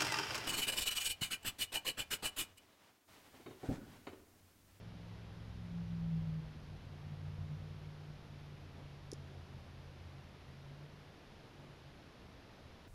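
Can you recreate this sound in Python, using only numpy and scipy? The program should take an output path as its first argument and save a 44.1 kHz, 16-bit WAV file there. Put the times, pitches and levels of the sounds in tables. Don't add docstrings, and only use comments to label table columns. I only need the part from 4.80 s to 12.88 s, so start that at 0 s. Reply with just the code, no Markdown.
import sys
import numpy as np
from scipy import signal
from scipy.fft import rfft, irfft
from scipy.io import wavfile
from scipy.ndimage import uniform_filter1d

SR = 44100
rng = np.random.default_rng(int(sys.argv[2]) if len(sys.argv) > 2 else 0)


def unload_audio(sound):
    columns = np.transpose(np.atleast_2d(sound))
    steps = np.round(np.clip(columns, -1, 1) * 32767)
    wavfile.write(sys.argv[1], SR, steps.astype(np.int16))


N = 356328
TIME_S = np.arange(N) / SR

# t/s, f/Hz
CYCLE_RATE = [(0, 21.5), (0.9, 21.5), (1.3, 20.53), (1.6, 19.6), (2.05, 18.33), (2.8, 18.74), (3.15, 18.67),
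              (4.1, 17.7), (4.8, 17.11), (5.7, 17.02), (6.15, 18.3), (6.8, 18.04), (7.3, 16.54),
              (8.08, 15.3)]
# t/s, firing level/dB, burble level/dB
ENGINE_LEVELS = [(0, -65, -57), (.78, -62, -51), (.97, -52, -52.5), (1.2, -53.5, -50), (1.52, -52.5, -52.5),
                 (1.68, -59, -57), (2.05, -58, -57.5), (2.3, -57.5, -52.5), (2.92, -55.5, -49.5),
                 (3.2, -56, -59.5), (3.85, -61.5, -57), (4.08, -56.5, -60.5), (4.9, -61.5, -59),
                 (5.6, -60, -59.5), (6.05, -59, -68), (6.5, -72.5, -68), (6.9, -61.5, -70),
                 (7.3, -74, -68.5)]
# multiple of the cycle rate, level/dB re burble
EXHAUST_ORDERS = [(3, -4), (4, -17), (5, 0), (7, -14), (9, -17), (11, -15)]
# t/s, boost/dB
FIRING_SURGES = [(1.35, 1.5), (2.33, 8), (2.45, 4.5), (2.61, 4), (2.73, 10), (2.89, 4), (3.72, 7),
                 (5.86, 4)]
# t/s, level/dB
RUMBLE_LEVELS = [(0, -60.5), (0.7, -59), (1.6, -52.5), (2.8, -61), (4.2, -65), (5.0, -63), (6.0, -66.5),
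                 (8.08, -67)]
# f/Hz, relative density/dB
RUMBLE_SPECTRUM = [(10, -8), (25, -3.5), (60, 1.5), (100, -1), (160, -4), (230, -12.5), (320, -24),
                   (600, -35.5), (1500, -74)]
# t/s, peak level without tail/dB, t60 factor
SWITCH_TICKS = [(4.3169, -34, 1.06), (4.3340, -38, 1.2)]
# f/Hz, relative level/dB, base t60/s
PLASTIC_MODES = [(3700, -12, 0.0089), (4860, -18, 0.0059), (5250, 0, 0.01), (5770, 1, .005),
                 (6630, -6, 0.0081), (9150, -6.5, 0.0046), (10050, -11, .005), (10670, -13, 0.0084)]
# t/s, level/dB, 1/e half width/s
RUSTLE_SWELLS = [(3.99, -59.5, 0.049), (4.582, -63.5, 0.16), (6.661, -63.5, 0.029), (6.82, -66, 0.096)]
# f/Hz, relative density/dB
RUSTLE_SPECTRUM = [(80, -20), (180, 3), (400, 5.5), (800, -1.5), (1600, -19), (5000, -25), (12000, -47)]
# f/Hz, rms level/dB
WHINE_TONES = [(7000, -94), (9000, -98)]
WHINE_ONSETS_S = [.52, 2.38, 4.27, 6.5, 7.98]
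# f/Hz, relative density/dB
HISS_SPECTRUM = [(10, -13.5), (30, -1.5), (130, -1), (300, -5), (600, -9), (1200, -14), (3500, -19.5),
                 (5200, -24.5), (6400, -31), (7900, -40.5), (10500, -36.5), (12500, -39), (14000, -49),
                 (15000, -57)]

BOOM_HZ, BOOM_HALF_WIDTH_HZ, BOOM_DB = 161.6, 4.85, 15.5
SURGE_HALF_WIDTH_S = 0.031
BUMP_AT_S, BUMP_HZ, BUMP_HALF_WIDTH_S, BUMP_ENVELOPE_DB = 4.3299, 370, 0.0023, -36
WHINE_BURST_S = 0.49
HISS_DB = -61
LOWPASS_HZ = 15000


def engine():
    cycle_hz, = curves(CYCLE_RATE)
    firing_db, burble_db = curves(ENGINE_LEVELS)
    cycle_rad = 2 * np.pi * np.cumsum(cycle_hz) / SR
    firing = room_boom(8 * cycle_hz) * engine_order(8 * cycle_rad, flutter_db=2.5, sway_rad=0.22)
    burble = sum(undb(db) * engine_order(order * cycle_rad, flutter_db=2.5, sway_rad=0.25)
                 for order, db in EXHAUST_ORDERS)
    drone = undb(firing_db + surges_db()) * firing + undb(burble_db) * burble
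    return signal.sosfilt(signal.butter(6, 63, "highpass", fs=SR, output="sos"), drone)


def engine_order(phase_rad, flutter_db, sway_rad):
    angle_rad = phase_rad + rng.uniform(0, 2 * np.pi) + sway_rad * wander(rate_hz=14)
    return np.sqrt(2) * np.sin(angle_rad) * undb(flutter_db * wander(rate_hz=21.99))


def room_boom(hz):
    return 1 + (undb(BOOM_DB) - 1) / (1 + ((hz - BOOM_HZ) / BOOM_HALF_WIDTH_HZ) ** 2)


def surges_db():
    return sum(db * gaussian(at_s, SURGE_HALF_WIDTH_S) for at_s, db in FIRING_SURGES)


def rumble():
    level_db, = curves(RUMBLE_LEVELS)
    return undb(level_db) * noise(RUMBLE_SPECTRUM)


def switch():
    swing = -np.sin(2 * np.pi * BUMP_HZ * (TIME_S - BUMP_AT_S))
    sound = undb(BUMP_ENVELOPE_DB) * swing * gaussian(BUMP_AT_S, BUMP_HALF_WIDTH_S)
    for at_s, db, t60_factor in SWITCH_TICKS:
        snap = undb(db) * tick(t60_factor, tail_db=-10, tail_t60_s=0.08)
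        start = int(at_s * SR)
        sound[start:start + len(snap)] += snap
    return sound


def tick(t60_factor, tail_db, tail_t60_s):
    t = np.arange(SR // 8) / SR
    ring = sum(undb(db - 60 * t / (t60_s * t60_factor)) * np.cos(2 * np.pi * hz * t)
               for hz, db, t60_s in PLASTIC_MODES)
    ring = signal.sosfilt(signal.butter(5, [3300, 11200], "bandpass", fs=SR, output="sos"), ring)
    scatter = rng.standard_normal(len(t)) * undb(-60 * t / tail_t60_s)
    tail = signal.fftconvolve(ring, scatter / np.linalg.norm(scatter))[:len(t)]
    return (ring + undb(tail_db) * tail) / np.abs(ring).max()


def rustles():
    swells = sum(undb(db) * gaussian(at_s, half_width_s) for at_s, db, half_width_s in RUSTLE_SWELLS)
    return swells * noise(RUSTLE_SPECTRUM)


def whine():
    gate = sum(1.0 * ((TIME_S > at_s) & (TIME_S < at_s + WHINE_BURST_S)) for at_s in WHINE_ONSETS_S)
    tones = sum(undb(db) * np.sqrt(2) * np.sin(2 * np.pi * hz * TIME_S + wander(rate_hz=160))
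                for hz, db in WHINE_TONES)
    return uniform_filter1d(gate, size=1000) * tones


def hiss():
    return undb(HISS_DB) * noise(HISS_SPECTRUM, unit_rms_above_hz=280)


def undb(db):
    return 10 ** (np.asarray(db) / 20)


def gaussian(at_s, half_width_s):
    return np.exp(-((TIME_S - at_s) / half_width_s) ** 2)


def curves(table):
    times_s, *columns = np.transpose(table)
    return [np.interp(TIME_S, times_s, column) for column in columns]


def noise(shape, unit_rms_above_hz=0):
    hz, db = np.transpose(shape)
    bins_hz = np.arange(N // 2 + 1) * SR / N
    gain = undb(np.interp(np.log(bins_hz + 1e-3), np.log(hz), db))
    spectrum = rfft(rng.standard_normal(N)) * gain
    return irfft(spectrum, N) / np.std(irfft(spectrum * (bins_hz >= unit_rms_above_hz), N))


def wander(rate_hz):
    hold = int(SR / rate_hz)
    steps = np.repeat(rng.standard_normal(N // hold + 1), hold)
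    smooth = uniform_filter1d(uniform_filter1d(steps, hold), hold)[:N]
    return smooth / np.sqrt(np.mean(smooth ** 2))


def scene():
    return (engine() + rumble() + hiss() + rustles() + switch() + whine())[None]


def record(dry):
    return signal.sosfilt(signal.ellip(8, 0.2, 70, LOWPASS_HZ, fs=SR, output="sos"), dry)


dry = scene()
out = record(dry)
unload_audio(out)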